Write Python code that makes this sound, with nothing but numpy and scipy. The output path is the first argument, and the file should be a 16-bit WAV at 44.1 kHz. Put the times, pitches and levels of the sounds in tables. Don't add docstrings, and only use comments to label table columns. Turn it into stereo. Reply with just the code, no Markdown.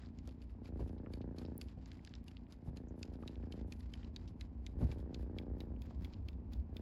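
import sys
import numpy as np
from scipy import signal
from scipy.fft import rfft, irfft, next_fast_len
from scipy.io import wavfile
from scipy.ndimage import uniform_filter1d, map_coordinates

SR = 44100
rng = np.random.default_rng(int(sys.argv[2]) if len(sys.argv) > 2 else 0)


def generate_wav(signal):
    frames = np.transpose(np.atleast_2d(signal))
    scaled = np.clip(frames, -1, 1) * 32767
    pcm = np.round(scaled).astype(np.int16)
    wavfile.write(sys.argv[1], SR, pcm)


N = 300321

# middle_s, level_db, main_hz, second_hz, gap_s, crisp_db, sparkle_db
SMACKS = [(0.188, -55.5, 4900, 2450, 0.00073, 10, -93), (0.4211, -57, 4550, 2640.0, 0.0058, 0.5, -95),
          (0.6589, -54, 2390, 4530.0, 0.0034, -1.5, -94), (1.1375, -45.5, 4490, 1650.0, 0.0013, -9, -79),
          (1.386, -46.5, 4350, 5370.0, 0.0016, 0.5, -79), (1.6147, -39.5, 4590, 2450, 0.0015, 4, -71.0),
          (1.8598, -54, 4850, 1710, 0.0018, 9, -107.0), (2.076, -48.5, 1660, 4360.0, 0.00058, -5, -108.0),
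          (2.2837, -47.2, 2770, 4670, 0.0024, 1.0, -80.5), (2.5244, -52, 4840.0, 3750.0, 0.00093, 5, -83.5),
          (2.772, -48.5, 4020, 2580, 0.00064, 6.5, -81), (3.0308, -38, 5060, 2720, 0.00085, 6, -82),
          (3.2801, -40.5, 3830, 2700.0, 0.0047, -1, -81), (3.525, -44, 3050, 4100, 0.0022, 0.5, -81.0),
          (3.725, -42.5, 2420, 4430, 0.0012, 6, -76.5), (3.9388, -40.8, 3100, 2240, 0.00057, 1.5, -82.0),
          (4.1646, -38.5, 3870, 4600, 0.0037, 0.5, -87), (4.4121, -42.0, 3960, 2110, 0.0024, 2, -80),
          (4.6671, -41.5, 3800, 2240, 0.0033, 5, -81.5), (4.9184, -45.5, 2350.0, 3630.0, 0.0034, 2, -100),
          (5.1462, -42, 4250, 3270, 0.00083, 2.5, -88.0), (5.3869, -38, 3440, 2330, 0.0018, -11, -86),
          (5.6072, -44, 3820, 2220, 0.0044, -3.0, -83), (5.821, -51.5, 3570, 2540.0, 0.0024, 6, -83.5),
          (6.0493, -45.5, 3380, 2220, 0.0039, -3, -83), (6.2872, -43.5, 3610, 2580.0, 0.00097, -5, -87),
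          (6.5366, -51, 3560, 4740.0, 0.0042, 4, -84), (6.7683, -43, 3500, 2640, 0.0009, -8, -83.5)]


def amp(db):
    return 10 ** (np.asarray(db) / 20)


def unit(x):
    return x / np.sqrt(np.mean(x ** 2) + 1e-20)


def along(points, hz):
    f, v = np.transpose(points)
    return np.interp(np.log(hz + 1), np.log(f + 1), v)


def filtered(x, response):
    n = x.shape[-1]
    m = next_fast_len(n + 8192)
    return irfft(rfft(x, m) * response(np.fft.rfftfreq(m, 1 / SR)), m)[..., :n]


def coloured(x, spectrum):
    return unit(filtered(x, lambda hz: amp(along(spectrum, hz))))


def ringing(x, centre_hz, width_hz):
    return filtered(x, lambda hz: 1j * hz * width_hz / (centre_hz ** 2 - hz ** 2 + 1j * hz * width_hz))


def causal(gain):
    cepstrum = irfft(np.log(gain + 1e-6))
    half = len(cepstrum) // 2
    return np.exp(rfft(np.r_[cepstrum[0], 2 * cepstrum[1:half]], 2 * half))


def wobble(per_s):
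    return map_coordinates(rng.standard_normal(int(N * per_s / SR) + 4), [np.arange(N) * per_s / SR])


def stereo_noise(side_db, count=N):
    mid, side = rng.standard_normal((2, count))
    return mid + amp(side_db) * np.array([side, -side])


def panned(x, left_db):
    return x * amp([[left_db / 2], [-left_db / 2]])


def add(track, s, sound):
    part = track[..., max(round(s * SR), 0):][..., :sound.shape[-1]]
    part += sound[..., :part.shape[-1]]


def room_tone():
    # frequency_hz, gain_db
    room_spectrum = [(20, 15), (250, 22.5), (500, 6.5), (900, 5), (1300, -10), (2500, -11), (5000, -37.5),
                     (6500, -40.5), (9000, -43.5), (16000, -47)]
    return amp(-62) * coloured(stereo_noise(side_db=-4), room_spectrum)


def handling():
    # time_s, level_db
    hand_levels = [(0, -52.5), (1.1, -47.5), (2.5, -55.5), (3.4, -48), (4.4, -48), (5.45, -44.5),
                   (6.05, -44.5), (6.6, -45.5), (6.81, -47.5)]
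    # frequency_hz, gain_db
    rumble_spectrum = [(10, -20), (25, -24), (34, -12), (47, -8.5), (61, 4.5), (78, -4.5), (105, -12),
                       (140, -25), (220, -15), (300, -25.5), (500, -37), (1000, -42), (3000, -89.5)]
    sway_spectrum = [(20, -53.5), (42, -14), (65, -14), (120, 1), (180, -13), (300, -41), (600, -24.5),
                     (1500, -41.5), (4000, -76)]
    shared, opposed = rng.standard_normal((2, N))
    shake = coloured(shared, rumble_spectrum)
    shake = shake / np.sqrt(np.abs(uniform_filter1d(shake ** 2, size=SR // 3)) + 0.21)
    sway = amp(-7.5) * coloured(opposed, sway_spectrum)
    level_db = np.interp(np.arange(N) / SR, *np.transpose(hand_levels))
    return amp(level_db) * (shake + [sway, -sway])


def nudges():
    # start_s, strength_db, hardness_db_per_octave, rise_s
    knocks = [(0.276, -68, 9.5, 0.0022), (0.802, -54.5, 7, 0.0045), (0.818, -35.5, -4.5, 0.0039),
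              (1.037, -52, 1.5, 0.0021), (1.771, -47, 0, 0.0046), (2.68, -35, -3.5, 0.0053),
              (4.757, -30.5, -33, .004), (4.807, -42.5, 4, .005), (4.824, -21.5, -3.5, .011),
              (4.894, -31, -12, 0.003), (6.569, -21, -30, 0.043)]
    # pitch_hz, level_db, t60_s
    body_modes = [(68.2, 1.5, 0.19), (97.5, 2, 0.099), (109, 5.5, 0.077), (143, 4.5, 0.1),
                  (235.4, -5, 0.15)]
    # frequency_hz, gain_db
    scuff_spectrum = [(100, -22), (320, 5), (600, -0.5), (1300, -22.5), (4000, -37), (9000, -48),
                      (16000, -59)]
    scuff_hz, scuff_db, scuff_t60_s = 364, -2.5, 0.082
    t = np.arange(SR // 4) / SR
    out = np.zeros((2, N))
    for s, db, hardness, rise_s in knocks:
        force = lambda hz: amp(db + hardness * np.log2(hz / body_modes[0][0]))
        swing = sum(force(hz) * amp(level - 60 * t / t60) * np.sin(2 * np.pi * hz * t)
                    for hz, level, t60 in body_modes)
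        cloth = coloured(stereo_noise(side_db=-0.5, count=len(t)), scuff_spectrum)
        scuff = force(scuff_hz) * amp(scuff_db - 60 * t / scuff_t60_s) * cloth
        add(out, s, panned((swing + scuff) * (1 - np.exp(-t / rise_s)), left_db=3.5))
    return signal.sosfilt(signal.butter(4, 40, "high", fs=SR, output="sos"), out)


def sparkle(x, s):
    # frequency_hz, gain_db
    sparkle_spectrum = [(4000, -5), (9000, -11), (10400, -4.5), (11600, -3), (12600, -19.5), (13600, -30.5),
                        (17000, -46)]
    sheen_spectrum = [(8000, -77.5), (11500, -19), (13600, -12.5), (15000, -13), (17000, -10.5)]
    turn_middle_s, turn_length_s, hidden_db, open_db = 5.1, 0.9, -15, 4.5
    turned = np.clip((s - turn_middle_s) / turn_length_s + .5, 0, 1)
    sheen = amp(hidden_db + turned * (open_db - hidden_db)) * coloured(x, sheen_spectrum)
    return coloured(x, sparkle_spectrum) + sheen


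def rubbing():
    # middle_s, length_s, rustle_db, crinkle_db
    strokes = [(0.01, 0.11, -67.5, -103), (0.294, 0.067, -72.5, -82), (0.431, 0.022, -77, -79),
               (0.511, 0.034, -75.5, -85), (0.669, 0.044, -69.5, -80), (0.81, 0.057, -72.5, -79.5),
               (0.865, 0.1, -77.5, -79), (1.407, 0.046, -67.5, -77.5), (1.46, 0.18, -78.5, -100),
               (1.697, 0.069, -73, -104), (1.825, .06, -75.5, -100), (1.878, 0.017, -72, -81),
               (1.93, 0.11, -72.5, -87), (2.063, 0.054, -74, -85), (2.154, 0.066, -71.5, -100),
               (2.34, 0.12, -77, -100), (2.674, 0.033, -73.5, -73.5), (2.994, 0.032, -94, -76),
               (3.087, 0.067, -78.5, -100), (3.146, 0.027, -74, -81), (3.22, 0.063, -81, -82),
               (3.33, 0.12, -76, -90), (3.45, 0.066, -80.5, -100), (3.587, 0.058, -73.5, -100),
               (3.68, 0.013, -98, -79), (3.8, 0.038, -84, -77), (3.847, 0.082, -74, -100),
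               (3.987, 0.066, -68.5, -100), (4.057, 0.053, -70.5, -100), (4.224, .07, -72.5, -92),
               (4.292, .03, -73.5, -82), (4.436, 0.049, -72, -100), (4.826, 0.048, -66, -69.5),
               (4.908, 0.067, -66, -74), (4.998, 0.034, -71, -75.5), (5.217, 0.038, -71, -77),
               (5.901, 0.081, -71, -99), (6.022, 0.063, -72.5, -86), (6.11, 0.11, -72, -101)]
    tug_rustle_db, tug_over_sparkle_db, tug_rise_s, tug_fall_s = -71.5, 3, 0.011, 0.017
    t = np.arange(0, N, 64) / SR
    power = amp([[-87], [-120]]) ** 2
    for s, length_s, rustle_db, crinkle_db in strokes:
        swell = np.exp(-(2 * (t - s) / length_s) ** 2)
        power = power + amp([[rustle_db], [crinkle_db]]) ** 2 * swell
    for s, *_, sparkle_db in SMACKS:
        tug = np.exp(-np.maximum((s - t) / tug_rise_s, (t - s) / tug_fall_s))
        power = power + amp([[tug_rustle_db], [sparkle_db + tug_over_sparkle_db]]) ** 2 * tug
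    return [np.interp(np.arange(N) / SR, t, np.sqrt(p)) for p in power]


def fleece():
    # frequency_hz, gain_db
    fleece_spectrum = [(300, 9), (900, 8.5), (1800, 7), (3500, 1), (5000, 2), (6000, -8), (7500, -7),
                       (9000, -33.5), (12000, -29), (16000, -50)]
    tufts_per_s, snaps_per_s, snap_db = 75, 70, -9
    tufts = (rng.random(N) < tufts_per_s / SR) * amp(2.5 * np.minimum(rng.exponential(size=N), 3))
    grain = 1 + .75 * unit(signal.fftconvolve(tufts, np.hanning(SR // 65), "same"))
    snaps = (rng.random(N) < snaps_per_s / SR) * np.clip(rng.standard_normal(N), -1.5, 1.5)
    fibres = unit(grain * stereo_noise(side_db=-5)) + amp(snap_db) * unit(snaps)
    rustle_gain, crinkle_gain = rubbing()
    rustle = rustle_gain * coloured(fibres, fleece_spectrum)
    crinkle = crinkle_gain * sparkle(grain * stereo_noise(side_db=0), np.arange(N) / SR)
    return panned(rustle, left_db=7.5) + crinkle


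def snags():
    # start_s, peak_db, centre_hz, half_width_octaves, t60_s
    catches = [(0.036, -56.5, 1650, 0.31, 0.0089), (0.061, -56.5, 3950, 0.5, 0.019),
               (0.2751, -45.5, 3200, 1.64, .009), (0.292, -53.5, 3300, .75, 0.0048),
               (.311, -57, 3700, 0.75, .006), (.4968, -64, 2800, 0.49, 0.0067),
               (.7965, -47, 690, 0.63, 0.0088), (.8105, -51.5, 1100, 1.04, .006),
               (.8215, -58, 1500, 1.1, .006), (.893, -58, 3500, 0.86, .014), (.981, -63, 2980, 0.73, 0.057),
               (1.0625, -49, 1460, 0.77, 0.013), (1.0705, -49, 800, 0.85, 0.0091),
               (1.214, -56.5, 3050, 0.77, 0.05), (1.4516, -49.5, 3640, 0.58, 0.0097),
               (1.462, -58, 4500, 0.3, 0.013), (1.58, -33.5, 13000, 0.53, 0.0053),
               (1.6858, -54, 2840, 0.95, 0.011), (1.692, -60.5, 3000, 0.5, 0.0081),
               (1.917, -45.5, 2830, 0.93, 0.014), (1.9935, -58.5, 2230, 0.38, .012),
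               (2.0495, -44.5, 3900, 1.1, 0.0068), (2.063, -57, 4000, 0.53, .008),
               (2.0763, -54, 2500, 1, .008), (2.094, -57, 4800, 0.5, .008),
               (2.139, -40.5, 2450, 0.96, 0.0025), (2.153, -46.5, 3560, 0.75, 0.0084),
               (2.242, -55, 5000, 1.9, 0.0032), (2.3146, -53.5, 2380, 1.2, 0.0058),
               (2.3693, -47.5, 2820, 0.8, .009), (2.378, -60, 3480, .6, .008),
               (2.4672, -62, 2200, 0.64, 0.014), (2.675, -51, 726, 0.48, 0.0095),
               (2.885, -66, 6450, 0.19, 0.057), (3.137, -61.5, 3800, 0.65, .008),
               (3.157, -60, 3200, 0.71, .008), (3.2275, -51, 1200, 1.5, 0.0069),
               (3.2355, -49, 1000, 0.49, .012), (3.429, -57, 1500, 0.97, .006),
               (3.441, -55.5, 1390, 0.75, 0.0081), (3.614, -60, 3800, 0.65, 0.0067),
               (3.357, -51, 3070, 0.67, 0.0061), (3.8067, -54, 3020, 0.78, 0.014),
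               (4.0311, -55, 2600, 0.52, 0.013), (4.0465, -49.5, 2970, 0.87, 0.011),
               (4.1503, -65, 2220, 1.8, .008), (4.277, -56, 3400, 0.88, 0.068),
               (5.002, -56.5, 2800, 1, 0.008), (5.7636, -63, 1970, 0.69, 0.019),
               (5.91, -47, 640, 0.66, 0.014), (6.01, -66, 4500, 1.5, .006),
               (6.1363, -49.5, 3270, 0.77, 0.0072), (6.142, -51, 3520, 0.55, 0.0078),
               (6.284, -54, 2800, 0.79, .006)]
    t = np.arange(SR // 16) / SR
    lead = SR // 200
    snap = 4.7 * (t == 0)
    out = np.zeros((2, N))
    for s, db, centre_hz, octaves, t60 in catches:
        slip = stereo_noise(side_db=-10, count=len(t)) * amp(-60 * t / t60)
        band = lambda hz: 1 / (1 + (np.log2((hz + 1) / centre_hz) / octaves) ** 6)
        snag = filtered(np.pad(snap + slip, ((0, 0), (lead, 0))), band)
        snag /= np.abs(snag).max()
        add(out, s - lead / SR, amp(db) * panned(snag, left_db=6 if centre_hz < 8000 else 0))
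    return out


def mouth(x, main_hz, second_hz, crisp_db):
    # frequency_hz, gain_db
    smack_spectrum = [(500, -68), (1400, -10), (2400, 0), (5000, -1), (5700, -8), (7200, -8), (9000, -35.5),
                      (12000, -90), (16000, -59)]
    main_db, second_db, width_hz = 12, 8, 250
    crisp_hz, crisp_width_hz, smear_s = 6740, 1300, 0.001386

    def response(hz):
        peak = lambda centre_hz: 1 / (1 + ((hz - centre_hz) / width_hz) ** 2)
        gain_db = along(smack_spectrum, hz) + main_db * peak(main_hz) + second_db * peak(second_hz)
        gain_db += crisp_db * np.exp(-((hz - crisp_hz) / crisp_width_hz) ** 4)
        smear = np.exp(2j * np.pi * smear_s * hz * (np.log((hz + 1) / main_hz) - 1))
        return causal(amp(gain_db)) * smear
    return filtered(x, response)


def smacks():
    lead_s, second_snap, crest_db = .025, 0.42, 24
    contact_db, contact_spread_s, crackle_db, crackle_spread_s = -6.5, 0.0024, -28.5, 0.05
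    t = np.arange(SR // 8) / SR
    since = np.maximum(t - lead_s, 0)
    tail = (t > lead_s) * (amp(-31 - 60 * since / .02) + amp(-54 - 60 * since / .2))

    def clicks(at_s, sizes):
        return np.bincount(np.clip((lead_s + at_s) * SR, 0, len(t) - 1).astype(int), sizes, len(t))

    out = np.zeros((2, N))
    for s, db, main_hz, second_hz, gap_s, crisp_db, sparkle_db in SMACKS:
        when, force = rng.standard_normal((2, 6))
        force /= np.linalg.norm(force)
        snaps = clicks(np.array([-gap_s, gap_s]) / 2, [1, second_snap])
        contacts = clicks(contact_spread_s * np.clip(when, -1, 2), amp(contact_db) * force)
        crackles = clicks(crackle_spread_s * rng.random(4), amp(crackle_db) * rng.standard_normal(4))
        chatter = snaps + contacts + tail * stereo_noise(side_db=3, count=len(t))
        body = amp(db - crest_db) * unit(mouth(chatter + crackles, main_hz, second_hz, crisp_db))
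        top = amp(sparkle_db) * sparkle(np.array([chatter[0], np.roll(chatter[1], 1)]), s)
        add(out, s - lead_s, panned(body, left_db=6.5) + top)
    return out


def breathing():
    # start_s, throat_db, chest_db, closing_over_opening_db
    phrases = [(-.15, -73.5, -53.5, -3.5), (0.518, -57.5, -48.2, -5.5), (1.681, -75.5, -53, -6),
               (2.58, -59.5, -49.5, -4.5), (3.781, -74, -56.5, 0.5), (4.661, -57, -49.5, -1.5),
               (5.8, -70, -55, -0.5), (6.657, -53.5, -51.5, -7)]
    purr_rates = [29.0, 28.9, 28.95, 28.4, 28.85, 29.52, 29.33, 29.0]
    swell_s, ease_s, last_phrase_s = 0.23, 0.18, 1.05
    turn_throat_db, turn_chest_db = -77, -60
    t = np.arange(N) / SR
    starts, throat_db, chest_db, closing_db = np.transpose(phrases)
    ends = np.r_[starts[1:], starts[-1] + last_phrase_s]
    phrase = np.maximum(np.searchsorted(starts, t) - 1, 0)
    ramp = np.minimum((t - starts[phrase]) / swell_s, (ends[phrase] - t) / ease_s)
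    swell = np.clip(ramp, 0, 1) ** 0.51
    throat_db = turn_throat_db + swell * (throat_db[phrase] - turn_throat_db)
    chest_db = turn_chest_db + swell * (chest_db[phrase] - turn_chest_db)
    return np.take(purr_rates, phrase), throat_db, chest_db, closing_db[phrase]


def larynx(rate_hz, closing_db, open_s):
    jitter_s, scatter_db = .00048, 1.4
    closing_jitter_s, closing_scatter_db, closing_cutoff_hz = .0008, 2.4, 760
    cycles = np.flatnonzero(np.diff(np.floor(np.cumsum(rate_hz) / SR)))
    chance = rng.standard_normal((len(cycles), 4))
    opens = cycles + jitter_s * SR * chance[:, 0]
    shuts = opens + (open_s + closing_jitter_s * chance[:, 1]) * SR
    train = lambda at, db: np.bincount(np.clip(at, 0, N).astype(int), amp(db), N + 1)[:N]
    opening = train(opens, scatter_db * chance[:, 2])
    closing = train(shuts, closing_db[cycles] + closing_scatter_db * chance[:, 3])
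    return opening + filtered(closing, lambda hz: 1 / np.sqrt(1 + (hz / closing_cutoff_hz) ** 4))


def purr():
    # frequency_hz, gain_db
    throat_spectrum = [(120, -33), (230, -14.5), (330, -2), (450, -4.5), (600, -9.5), (800, -19.5),
                       (1100, -37), (1600, -33.5), (2600, -74.5), (5000, -100)]
    chest_spectrum = [(20, -45), (38, -8.5), (58, 2), (86, 7.5), (115, 8.5), (140, -2), (175, 2.5),
                      (250, 2), (310, -5.5), (400, -25.5), (700, -51), (2000, -100)]
    air_spectrum = [(120, -32), (330, -9.5), (600, -2.5), (850, -9), (1200, -21.5), (1750, -13.5),
                    (2600, -38.5), (5000, -80.5)]
    uneven_db, lag_cycles, lead_s, puff_s = 1.1, 1.72, .0032, .0045
    ring_hz, ring_width_hz, ring_db = 839, 194, -0.5
    rate_hz, throat_db, chest_db, closing_db = breathing()
    pulses = amp(uneven_db * wobble(per_s=7)) * larynx(rate_hz, closing_db, open_s=.0123)
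    sweep = lambda hz: np.exp(2j * np.pi * (hz * lead_s - lag_cycles * np.log(hz + 45)))
    swept = filtered(-pulses, sweep)
    resonance = lambda hz: ring_hz * ring_width_hz / (hz ** 2 - ring_hz ** 2 - 1j * hz * ring_width_hz)
    ring = amp(ring_db) * filtered(swept, resonance)
    hum = amp(-6.5) * ringing(swept, centre_hz=250.6, width_hz=49)
    throat = amp(throat_db) * coloured(swept + ring, throat_spectrum)
    chest = amp(chest_db) * coloured(swept + hum, chest_spectrum)
    puffs = signal.lfilter([1], [1, -np.exp(-1 / (puff_s * SR))], pulses)
    air = amp(throat_db - 11) * coloured(puffs * stereo_noise(side_db=4.5), air_spectrum)
    return panned(throat + air, left_db=6) + panned(chest, left_db=2.5)


def scene():
    return room_tone() + purr() + handling() + nudges() + smacks() + snags() + fleece()


def record(dry):
    low_hz, top_hz = 26, 16200
    band = lambda hz: 1 / np.sqrt((1 + (hz / top_hz) ** 160) * (1 + (low_hz / (hz + 1)) ** 8))
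    return filtered(dry, band)


dry = scene()
out = record(dry)
generate_wav(out)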